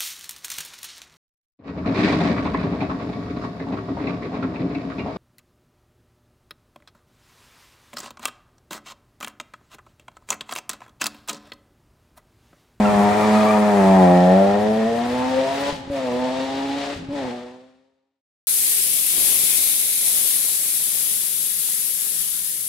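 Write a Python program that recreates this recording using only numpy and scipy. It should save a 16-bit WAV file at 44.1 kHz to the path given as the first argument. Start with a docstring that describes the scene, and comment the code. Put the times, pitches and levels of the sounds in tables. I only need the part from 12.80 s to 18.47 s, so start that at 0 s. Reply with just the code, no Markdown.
"""A four-cylinder rally car slides through a bend and speeds away along a tree-lined road.
Its exhaust sounds orders of the crank speed, coloured by pipe and silencer, over a rasping gas jet.
In the bend the revs sag while the tyres scrub and squeal. The revs then climb through two upshifts,
each with thuds in the exhaust. A thin, high sizzle flutters on top.
Trunks scatter a thin echo; the sound fades out."""
import sys
import numpy as np
from scipy import signal
from scipy.fft import rfft, irfft, next_fast_len
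from scipy.io import wavfile

SR = 44100
rng = np.random.default_rng(int(sys.argv[2]) if len(sys.argv) > 2 else 0)


def put_to_file(sound):
    """Save the sound as 16-bit audio at rate SR, in the file named by the first command-line argument."""
    columns = np.atleast_2d(sound).T  # one column per channel
    safe = np.clip(columns, -1, 1)
    whole_steps = np.round(safe * 32767)
    wavfile.write(sys.argv[1], SR, whole_steps.astype(np.int16))


N = 250047
TIME = np.arange(N) / SR

# Crank speed up to the first shift: time_s, speed_rps
CRANK_SPEED = [(0, 107), (.04, 103.6), (.2, 101.4), (.47, 106.9), (.69, 106.9), (.89, 104.1), (1.03, 96.5),
               (1.15, 95.3), (1.28, 89.3), (1.45, 89.7), (1.62, 98.1), (1.74, 101.5), (1.87, 107.4),
               (2.03, 111.4), (2.21, 119.5), (2.5, 129.7), (2.73, 137.6), (2.91, 142.7)]
# Upshifts: shut_s, open_s, full_s, flare_rps, clutch_grip_s, grip_rps, next_second_gain_rps
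UPSHIFTS = [(2.907, 3.094, 3.122, 141.5, 3.31, 122.2, 23.6), (4.137, 4.283, 4.34, 145, 4.51, 120.5, 18)]
# Unevenness of the firings: time_s, weight
UNEVENNESS = [(0, 1), (1.2, .5), (1.6, .5), (2.3, 1.2), (3.6, 1.6), (4, 2.6), (4.45, 3), (4.8, 1.8)]

# Crank orders under power, relative: time_s, level_db
BOOM_DB = [(0, -16), (.04, -14), (.12, -21.5), (.19, -15), (.25, -17.5), (.36, -24.5), (.56, -15),
           (.68, -20), (.8, -17), (.9, -19.5), (1.12, -14), (1.56, -15.5), (1.73, -22.5), (2.06, -21.5),
           (2.12, -28), (2.23, -24), (2.5, -24.5), (2.85, -32.5), (3.25, -29.5), (3.62, -26.5), (3.69, -31),
           (3.78, -27.5), (4, -27), (4.06, -34.5), (4.37, -30), (4.83, -32.5)]  # order 2, the firing tone
GROWL_DB = [(0, -31.5), (.27, -22.5), (.31, -27), (.47, -23.5), (.53, -29.5), (1.04, -21.5), (1.12, -24.5),
            (1.33, -22.5), (1.46, -28), (1.65, -25), (2.15, -26.5), (2.29, -34), (2.34, -29.5), (2.5, -33),
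            (2.58, -22.5), (2.64, -24.5), (2.74, -48), (2.82, -27.5), (3.44, -28), (3.77, -38), (4.48, -34),
            (4.57, -44), (4.64, -32), (5.2, -35.5)]  # order 4
THROB_DB = [(0, -40), (.25, -34.5), (.85, -37.5), (1.1, -29), (1.3, -22.5), (1.5, -28.5), (1.85, -38.5),
            (2.4, -39.5), (2.55, -50), (2.68, -33.5), (2.9, -34), (3.22, -42.5), (3.35, -36), (3.46, -46),
            (3.83, -37), (4.05, -43.5), (4.38, -35), (4.6, -39.5), (5.2, -42)]  # orders 1 and 3
SNARL_DB = [(0, -29.5), (.3, -32), (.65, -32), (1, -31.5), (1.45, -29.5), (1.8, -28.5), (2.1, -31),
            (2.45, -37), (2.62, -27), (2.75, -25.5), (2.88, -37.5), (3.22, -31), (3.7, -30.5), (3.9, -39),
            (4.05, -40), (4.4, -39), (4.62, -39), (5.2, -43.5)]  # order 5
BRAY_DB = [(0, -25), (.3, -25.5), (.42, -27.5), (.7, -24.5), (1, -25.5), (1.35, -22), (1.6, -18),
           (1.85, -26), (2.1, -27), (2.3, -36), (2.55, -32), (2.7, -41.5), (2.88, -29), (3.2, -40.5),
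           (3.45, -35), (3.6, -41), (3.87, -33), (4.05, -40), (4.48, -35), (4.62, -42)]  # order 6
BLARE_DB = [(0, -22), (.29, -21.5), (.37, -24.5), (.92, -23), (1.22, -15), (1.49, -17), (1.75, -24.5),
            (2.19, -38.5), (2.43, -28), (2.5, -35.5), (2.85, -40), (3.2, -40.5), (3.37, -34), (3.75, -39.5),
            (3.82, -35.5), (3.89, -48.5), (4.46, -40), (4.62, -42.5), (5.2, -45)]  # orders 7-22
NASAL_DB = [(0, -52.5), (.8, -48.5), (1.03, -42), (1.35, -40.5), (1.65, -41.5), (2.02, -44.5),
            (2.25, -55.5), (4.6, -61)]  # orders 13-22 in the silencer
# Tailpipe response: freq_hz, gain_db
PIPE_RESPONSE = [(90, -9), (105, -14.5), (130, -20.5), (265, 5), (320, -15.5), (390, -8.5), (450, -4.5),
                 (520, -1), (630, 1), (800, 3), (900, -1.5), (1000, -3.5), (1120, -15), (1500, -27.5),
                 (1800, -22), (2100, -28), (3200, -29.5)]
# Silencer resonances: centre_hz, width_hz, gain_db
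SILENCER_MODES = [(1350, 170, -2.5), (1840, 200, 2)]

# Gas jet and tyre noise under power, relative: time_s, rasp_db, scrub_db
RASP_SCRUB_DB = [(0, -43.5, -35), (.57, -40, -31.5), (.85, -43.5, -35), (1.05, -41, -33.5),
                 (1.4, -41.5, -39), (1.9, -43.5, -44), (2.55, -40, -41.5), (2.9, -36, -43),
                 (3.27, -44, -45.5), (3.52, -41, -48.5), (3.88, -41, -49.5), (4.04, -39, -46.5),
                 (4.48, -45.5, -48)]
# Buzzing edge, relative to the rasp: time_s, level_db
EDGE_DB = [(0, -11), (1.3, -13), (2.7, -7.5), (3.4, -4.5), (3.95, -2), (4.5, -5)]
# Road rumble and high sizzle, relative: time_s, level_db
RUMBLE_DB = [(0, -42), (.33, -47.5), (.65, -55), (1.1, -50.5), (2.1, -49), (2.8, -54), (4.5, -56.5)]
SIZZLE_DB = [(0, -52), (.6, -50), (1.5, -55), (2.4, -57.5), (2.8, -53), (3.3, -63), (4.1, -62), (4.6, -84)]
# Noise spectra: freq_hz, gain_db
JET_SPECTRUM = [(25, -26), (60, -13), (200, -5.5), (330, -6.5), (600, 10), (850, 4.5), (1100, -0.5),
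                (1500, 1.5), (2500, 1), (3600, -0.5), (5000, -5), (6200, -10), (8300, -14), (15500, -58)]
TYRE_SPECTRUM = [(25, -34.5), (60, -18), (170, -1.5), (330, 2.5), (750, 5.5), (1200, 6), (1520, -2.5),
                 (1820, 1.5), (2120, -3.5), (2350, -2), (2750, -12.5), (5000, -17), (8000, -18),
                 (15500, -37.5)]
RUMBLE_SPECTRUM = [(15, -44), (35, -22), (60, -4), (90, -1), (140, -3.5), (220, -1), (400, -13),
                   (1500, -66.5)]
SIZZLE_SPECTRUM = [(5500, -28), (7000, -1.5), (8700, -5), (9700, 5.5), (10800, -6), (14000, -5.5),
                   (15800, -10.5)]  # narrow peak near 9.7 kHz
# Left-right likeness of the noise: freq_hz, correlation
STEREO_CORRELATION = [(100, 1), (500, 0.6), (1000, 0.86), (2000, 0.5), (4000, .45), (10000, .35)]
# Tyre chirps: peak_s, length_s, relative_db, pitch_hz, sag_hz_per_s
TYRE_CHIRPS = [(0.057, .022, -25.5, 1391, 3002.5), (0.081, .024, -27, 1301, 3499),
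               (0.108, 0.026, -28, 1137, 502), (.455, .08, -28, 1170, 500.5),
               (.564, 0.025, -20, 1260, 1501.5), (0.611, 0.028, -20.5, 1240, 0.5),
               (0.671, .026, -20, 1177, 1000), (0.703, 0.027, -19, 1180, -700),
               (.745, .018, -26, 1210, -0.5), (1.017, .06, -33, 1287, 1.5)]

# Sound arriving by way of the trunks: time_s, weight
TRUNK_SCATTER = [(0, 0.32), (.9, 0.24), (1.15, 0.14), (1.6, 0.14), (1.9, 0.36), (2.4, 0.7), (5.4, 0.65)]
# Echo decay: freq_hz, t60_s
ECHO_DECAY = [(150, 0.45), (700, 0.9), (3000, 0.73), (10000, 0.11)]
# Echo colour: freq_hz, gain_db
ECHO_SPECTRUM = [(150, -10.5), (300, 6.5), (600, 2), (1200, 7), (5000, 3.5)]
# Exhaust thuds in the shifts: start_s, level_db, pitch_hz, t60_s
SHIFT_THUDS = [(2.922, -32, 165, 0.27), (3.076, -26, 240, 0.033), (3.1, -22.5, 85, 0.056),
               (4.162, -30.5, 92, 0.12), (4.19, -34.5, 168.3, 0.66), (4.287, -26, 153, 0.046),
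               (4.451, -22, 720, 0.03)]

HONK_S, HONK_LENGTH_S = 1.5, .8  # full load at the bend's exit
CUT_S, TRAIL_S = .034, .14  # off-throttle fall of noise body and hiss
JET_BAND_HZ = (3000, 8000)  # reference band for the jet's level


def amp(db):
    return 10 ** (np.asarray(db) / 20)


def unit_rms(x):
    return x / np.sqrt(np.mean(x ** 2) + 1e-20)


def curves(rows):
    """Each value column, interpolated over TIME."""
    time_s, *columns = np.transpose(rows)
    return [np.interp(TIME, time_s, column) for column in columns]


def at_freq(rows, hz):
    """Table lookup on a log-frequency axis."""
    freq_hz, value = np.transpose(rows)
    return np.interp(np.log(hz + 1), np.log(freq_hz), value)


def swell(peak_s, length_s):
    """Gaussian bump of height 1."""
    return np.exp(-(2 * (TIME - peak_s) / length_s) ** 2)


def wander(rate_hz):
    """Smooth random drift, rms 1."""
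    step = SR / (8 * rate_hz)
    knots = np.convolve(rng.standard_normal(2 ** 15), np.hanning(9), "valid")
    return unit_rms(np.interp(np.arange(N) / step, np.arange(len(knots)), knots))


def lowpass(x, hz):
    return signal.sosfiltfilt(signal.butter(2, hz, fs=SR, output="sos"), x)


def bandpass(x, band_hz, order=2):
    return signal.sosfilt(signal.butter(order, band_hz, "band", fs=SR, output="sos"), x)


def noise(spectrum, band_hz):
    """Coloured stereo noise; its mid channel has rms 1 inside band_hz."""
    size = next_fast_len(N, True)
    hz = np.fft.rfftfreq(size, 1 / SR)
    mid, side = rfft(rng.standard_normal((2, size))) * amp(at_freq(spectrum, hz))
    correlation = np.clip(at_freq(STEREO_CORRELATION, hz), 0, 1)
    side = side * np.sqrt((1 - correlation) / (1 + correlation))
    band_rms = irfft(mid * (hz > band_hz[0]) * (hz < band_hz[1])).std()
    return irfft(np.array([mid + side, mid - side]))[:, :N] / band_rms


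def crankshaft(jitter=.00549, coast_rps=133, coast_s=.08, flare_s=.04):
    """Crank speed and angle; in a shift it coasts, flares, is dragged down by the clutch and climbs."""
    rps, = curves(CRANK_SPEED)
    for shut_s, open_s, full_s, flare_rps, grip_s, grip_rps, gain_rps in UPSHIFTS:
        free = np.interp(TIME, [shut_s, shut_s + coast_s, open_s - flare_s, full_s],
                         [np.interp(shut_s, TIME, rps), coast_rps, coast_rps, flare_rps])
        slip = (flare_rps - grip_rps) * np.clip((grip_s - TIME) / (grip_s - full_s), 0, 1) ** 1.2
        climb = gain_rps * np.maximum(TIME - grip_s, 0) ** .75  # each gear pulls hardest at first
        rps = np.select([TIME < shut_s, TIME < full_s], [rps, free], grip_rps + slip + climb)
    uneven = 1 + jitter * curves(UNEVENNESS)[0] * wander(45)
    return rps, np.cumsum(rps * uneven) / SR


def throttle_lift(fall_s, lag_s=0, snap=1):
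    """0 under power, up to 1 in a shift; back to 0 lag_s after full throttle."""
    lift = np.zeros(N)
    for shut_s, open_s, full_s, *_ in UPSHIFTS:
        dying = np.clip((TIME - shut_s) / fall_s, 0, 1)
        waiting = np.clip((full_s + lag_s - TIME) / (full_s + lag_s - open_s), 0, 1)
        lift += dying * waiting ** snap
    return lift


def engine_db(fall_s=.019, bark_db=4):
    """Order levels; all collapse in a shift. Boom and growl return first, the growl with a bark."""
    early, late = throttle_lift(fall_s, snap=3.1), throttle_lift(fall_s, lag_s=.05)
    bark = bark_db * sum(swell(full_s + .021, .046) for _, _, full_s, *_ in UPSHIFTS)
    boom = curves(BOOM_DB)[0] - 9 * early
    growl = curves(GROWL_DB)[0] - 22 * early + bark
    throb, snarl, bray = (curves(rows)[0] - 20 * late for rows in (THROB_DB, SNARL_DB, BRAY_DB))
    blare = curves(BLARE_DB)[0] - 25 * late
    return boom, growl, throb, snarl, bray, blare


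def multipath(hz, scatter, trunk_hz=560):
    """Complex gain of direct plus scattered sound: tones swell and cancel; long waves pass the trunks."""
    share = scatter * curves(TRUNK_SCATTER)[0] * np.minimum(hz / trunk_hz, 1) ** .48
    real, imag = (unit_rms(wander(6) + .37 * wander(32)) for _ in range(2))
    return (1 + share * (real + 1j * imag) / np.sqrt(2)) / np.sqrt(1 + share ** 2)


def order_wave(order, rps, turns, scatter, pipe_hz=265, damping=.29, stagger_rad=1.8):
    """One multiple of the crank speed leaving the pipe; above resonance it lags by half a cycle."""
    hz = order * rps
    ratio = hz / pipe_hz
    lag = np.arctan2(damping * ratio, 1 - ratio ** 2) + .0043 * order ** 2
    lag += stagger_rad * (order % 2)  # unequal header pipes
    # Shifting ground paths put the ears out of step.
    skew = .32 * np.minimum(hz / 680, 2) * wander(3.6) * np.array([[1], [-1]])
    gain = multipath(hz, scatter)
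    phase = 2 * np.pi * (order * turns % 1) - lag + skew + np.angle(gain)
    return -np.sqrt(2) * abs(gain) * np.cos(phase.astype(np.float32))


def tailpipe(orders, rps, turns, scatter, even_db=-3, honk_db=13.5, honk_hz=650, width_hz=490):
    """Orders coloured by the pipe, whose resonance honks under full load; rms about 1."""
    peak_db = honk_db * swell(HONK_S, HONK_LENGTH_S)
    gains = []
    for k in orders:
        resonance_db = peak_db * np.exp(-(2 * (k * rps - honk_hz) / width_hz) ** 2)
        gains.append(amp(at_freq(PIPE_RESPONSE, k * rps) + even_db * (k % 2 == 0) + resonance_db))
    waves = sum(gain * order_wave(k, rps, turns, scatter) for k, gain in zip(orders, gains))
    return waves / np.linalg.norm(gains, axis=0)


def exhaust(rps, turns, half_order_db=-14):
    """Two firings a turn give the main tones; other orders surround them, half orders under full load."""
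    boom, growl, throb, snarl, bray, blare = engine_db()
    tones = amp(boom) * order_wave(2, rps, turns, scatter=.45)
    tones += amp(growl) * order_wave(4, rps, turns, scatter=.45)
    others = amp(snarl) * order_wave(5, rps, turns, scatter=.82)
    others += amp(bray) * order_wave(6, rps, turns, scatter=.82)
    others += amp(throb) * tailpipe((1, 3), rps, turns, scatter=.82)
    others += amp(blare) * tailpipe(range(7, 23), rps, turns, scatter=1)
    half_gain = amp(blare + half_order_db) * swell(HONK_S, HONK_LENGTH_S)
    others += half_gain * tailpipe((5.5, 7.5), rps, turns, scatter=1)
    roughness = wander(91) * curves(UNEVENNESS)[0]
    lope = 1 + .044 * np.cos(np.pi * turns)  # four strokes take two turns
    return tones * (1 + .046 * roughness) + others * (lope + .09 * roughness)


def nasal_ring(rps, turns, scatter=3.4):
    """High orders ring in turn as the revs carry them through the silencer's resonances."""
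    ring = 0
    for k in range(13, 23):
        gain = sum(amp(db) / (1 + (2 * (k * rps - hz) / width_hz) ** 2)
                   for hz, width_hz, db in SILENCER_MODES)
        ring += gain * order_wave(k, rps, turns, scatter)
    return unit_rms(ring) * amp(curves(NASAL_DB)[0]) * (1 - throttle_lift(CUT_S))


def rasp_scrub_db(fall_s, drop_db=14):
    """Jet and tyre levels; off the throttle the gas slackens and the wheelspin stops."""
    return np.array(curves(RASP_SCRUB_DB)) - drop_db * throttle_lift(fall_s, lag_s=.038)


def gas_jet(turns, gain_db=-2, flutter_db=1.1, body_hz=2400):
    """Gas puffs from the pipe at each firing; off the throttle its body dies fast and its hiss trails."""
    rasp_db, _ = rasp_scrub_db(CUT_S)
    hiss_db, _ = rasp_scrub_db(TRAIL_S)
    puffs = 1 + .13 * np.cos(4 * np.pi * turns) + .058 * np.cos(2 * np.pi * turns)
    gas = noise(JET_SPECTRUM, JET_BAND_HZ) * unit_rms(puffs * amp(flutter_db * wander(70)))
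    body = lowpass(gas, body_hz)
    return (body * amp(rasp_db) + (gas - body) * amp(hiss_db)) * amp(gain_db)


def silencer(turns, ring_hz=1850, width_hz=220, gain_db=-12):
    """Gas puffs ring a narrow resonance, more so when the engine blares."""
    rasp_db, _ = rasp_scrub_db(CUT_S)
    *_, blare_db = engine_db()
    puffs = (1 + .78 * np.cos(4 * np.pi * turns)) * noise(JET_SPECTRUM, JET_BAND_HZ)
    ring = signal.lfilter(*signal.iirpeak(ring_hz, ring_hz / width_hz, fs=SR), puffs)
    return unit_rms(ring) * amp(.75 * rasp_db + .25 * blare_db + gain_db)


def shock_buzz(turns, ring_hz=(1630, 2030), ring_db=-10, edge_hz=(2850, 4250), flutter_db=2):
    """The same ragged pair of shocks each turn buzzes in the silencer and gives the rasp its edge."""
    rasp_db, _ = rasp_scrub_db(CUT_S)
    turn = np.arange(256) / 256
    shocks = rng.standard_normal(len(turn)) * np.exp(-(2 * turn % 1) / .34)
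    train = np.interp(turns % 1, turn, shocks)
    out = 0
    for band_hz, db in ((ring_hz, ring_db), (edge_hz, curves(EDGE_DB)[0])):
        ring = bandpass(train, band_hz) * amp(flutter_db * wander(14))
        out += amp(rasp_db + db) * unit_rms(ring)
    return out


def tyre_scrub(gain_db=-3.5, judder_db=1.6, body_hz=1900):
    """Rubber scrubs the dusty road in uneven grabs, under an even hiss."""
    _, scrub_db = rasp_scrub_db(CUT_S)
    rush = noise(TYRE_SPECTRUM, band_hz=(1550, 2250))
    body = lowpass(rush, body_hz)
    grabs = unit_rms(amp(judder_db * wander(50)))
    return (body * grabs + rush - body) * amp(scrub_db + gain_db)


def tyre_squeal(slide_hz=1243, grip_s=1, grip_db_per_s=89.5, gain_db=-4, judder_db=2, grit_db=-43):
    """Tread sticks and slips: chirps over a faint squeal until it grips. Grit grinds in mid-slide."""
    envelope = amp(-45 - grip_db_per_s * np.maximum(TIME - grip_s, 0))
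    weighted_hz = envelope * slide_hz
    for peak_s, length_s, db, pitch_hz, sag_hz_per_s in TYRE_CHIRPS:
        chirp = amp(db) * swell(peak_s, length_s)
        envelope += chirp
        weighted_hz += chirp * (pitch_hz - sag_hz_per_s * (TIME - peak_s))
    hz = weighted_hz / envelope  # the strongest slip sets the pitch
    phase = 2 * np.pi * np.cumsum(hz * (1 + .02 * wander(120))) / SR
    tone = np.sin(phase) + amp(-10) * np.sin(2 * phase)
    grit = unit_rms(bandpass(rng.standard_normal(N), band_hz=(3200, 4700), order=3))
    squeal = unit_rms(tone * amp(judder_db * wander(90))) * envelope * amp(gain_db)
    return squeal + grit * amp(grit_db) * swell(peak_s=.56, length_s=.26)


def road_rumble(gain_db=-.5):
    """Low roar of the car on the road."""
    return noise(RUMBLE_SPECTRUM, band_hz=(30, 80)) * amp(curves(RUMBLE_DB)[0] + gain_db)


def high_sizzle(ticks_per_s=14000, spread_db=2, flutter_db=2.2, burst_db=7):
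    """Thin, high sizzle of tiny ticks; it flutters unevenly, swells once and drops in the shifts."""
    ticks = rng.standard_normal((2, N)) * (rng.random(N) < ticks_per_s / SR)
    ticks *= amp(spread_db * np.minimum(rng.exponential(1, N), 3))
    size = next_fast_len(N, True)
    colour = amp(at_freq(SIZZLE_SPECTRUM, np.fft.rfftfreq(size, 1 / SR)))
    sizzle = irfft(rfft(ticks + ticks.mean(0), size) * colour)[:, :N]
    level_db = curves(SIZZLE_DB)[0] + flutter_db * wander(14) + burst_db * swell(2.81, .041)
    return unit_rms(sizzle) * amp(level_db) * (1 - throttle_lift(TRAIL_S))


def tree_echo(x, taps_per_s=1500, delay_s=.012, frame=256):
    """Trunks scatter sparse echoes, different for each ear; the treble dies first."""
    taps = rng.standard_normal((2, SR)) * (rng.random((2, SR)) < taps_per_s / SR)
    taps[:, :round(delay_s * SR)] = 0
    hz, age_s, bins = signal.stft(taps, SR, nperseg=frame)
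    bins *= amp(-60 * age_s / at_freq(ECHO_DECAY, hz)[:, None])
    norm = np.linalg.norm(signal.istft(bins, SR, nperseg=frame)[1][0])
    bins *= amp(at_freq(ECHO_SPECTRUM, hz))[:, None]
    tail = signal.istft(bins, SR, nperseg=frame)[1] / norm
    return signal.fftconvolve(x, tail, axes=1)[:, :N]


def exhaust_thuds(puff_hz=450, rise_s=.00059):
    """As the throttle shuts and opens, slugs of gas ring the exhaust with a dull puff."""
    out = np.zeros(N)
    for start_s, level_db, pitch_hz, t60_s in SHIFT_THUDS:
        age_s = np.maximum(TIME - start_s, 0)
        ring = np.sin(2 * np.pi * pitch_hz * age_s) + .63 * wander(puff_hz)
        out += ring * amp(level_db - 60 * age_s / t60_s) * (1 - np.exp(-age_s / rise_s))
    return out


def pan_left(x, shadow_hz=420, pan_db=2):
    """The car is left of centre; only the upper range is shaded on the far side."""
    low = lowpass(x, shadow_hz)
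    return low + (x - low) * amp(np.array([[pan_db], [-pan_db]]) / 2)


def scene(echo_db=-18):
    """Engine, tyres, their echo and the high sizzle."""
    rps, turns = crankshaft()
    engine = exhaust(rps, turns) + nasal_ring(rps, turns)
    rasp = gas_jet(turns) + silencer(turns) + shock_buzz(turns)
    car = engine + rasp + tyre_scrub() + tyre_squeal() + road_rumble() + exhaust_thuds()
    return pan_left(car + amp(echo_db) * tree_echo(car)) + high_sizzle()


def record(dry, ceiling=.84, fade_s=4.485, fade_db_per_s=60.5, mute_s=5.38, cutoff_hz=15850):
    """Soft clip, fade to silence, band limit."""
    rounded = dry / (1 + (dry / ceiling) ** 12) ** (1 / 12)
    fade = amp(-fade_db_per_s * np.maximum(TIME - fade_s, 0))
    fade *= np.interp(TIME, [mute_s, mute_s + .04], [1, 0])
    band_limit = signal.firwin(511, cutoff_hz, window=("kaiser", 9), fs=SR)
    return signal.oaconvolve(rounded * fade, band_limit[None], "same")


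dry = scene()
out = record(dry)
put_to_file(out)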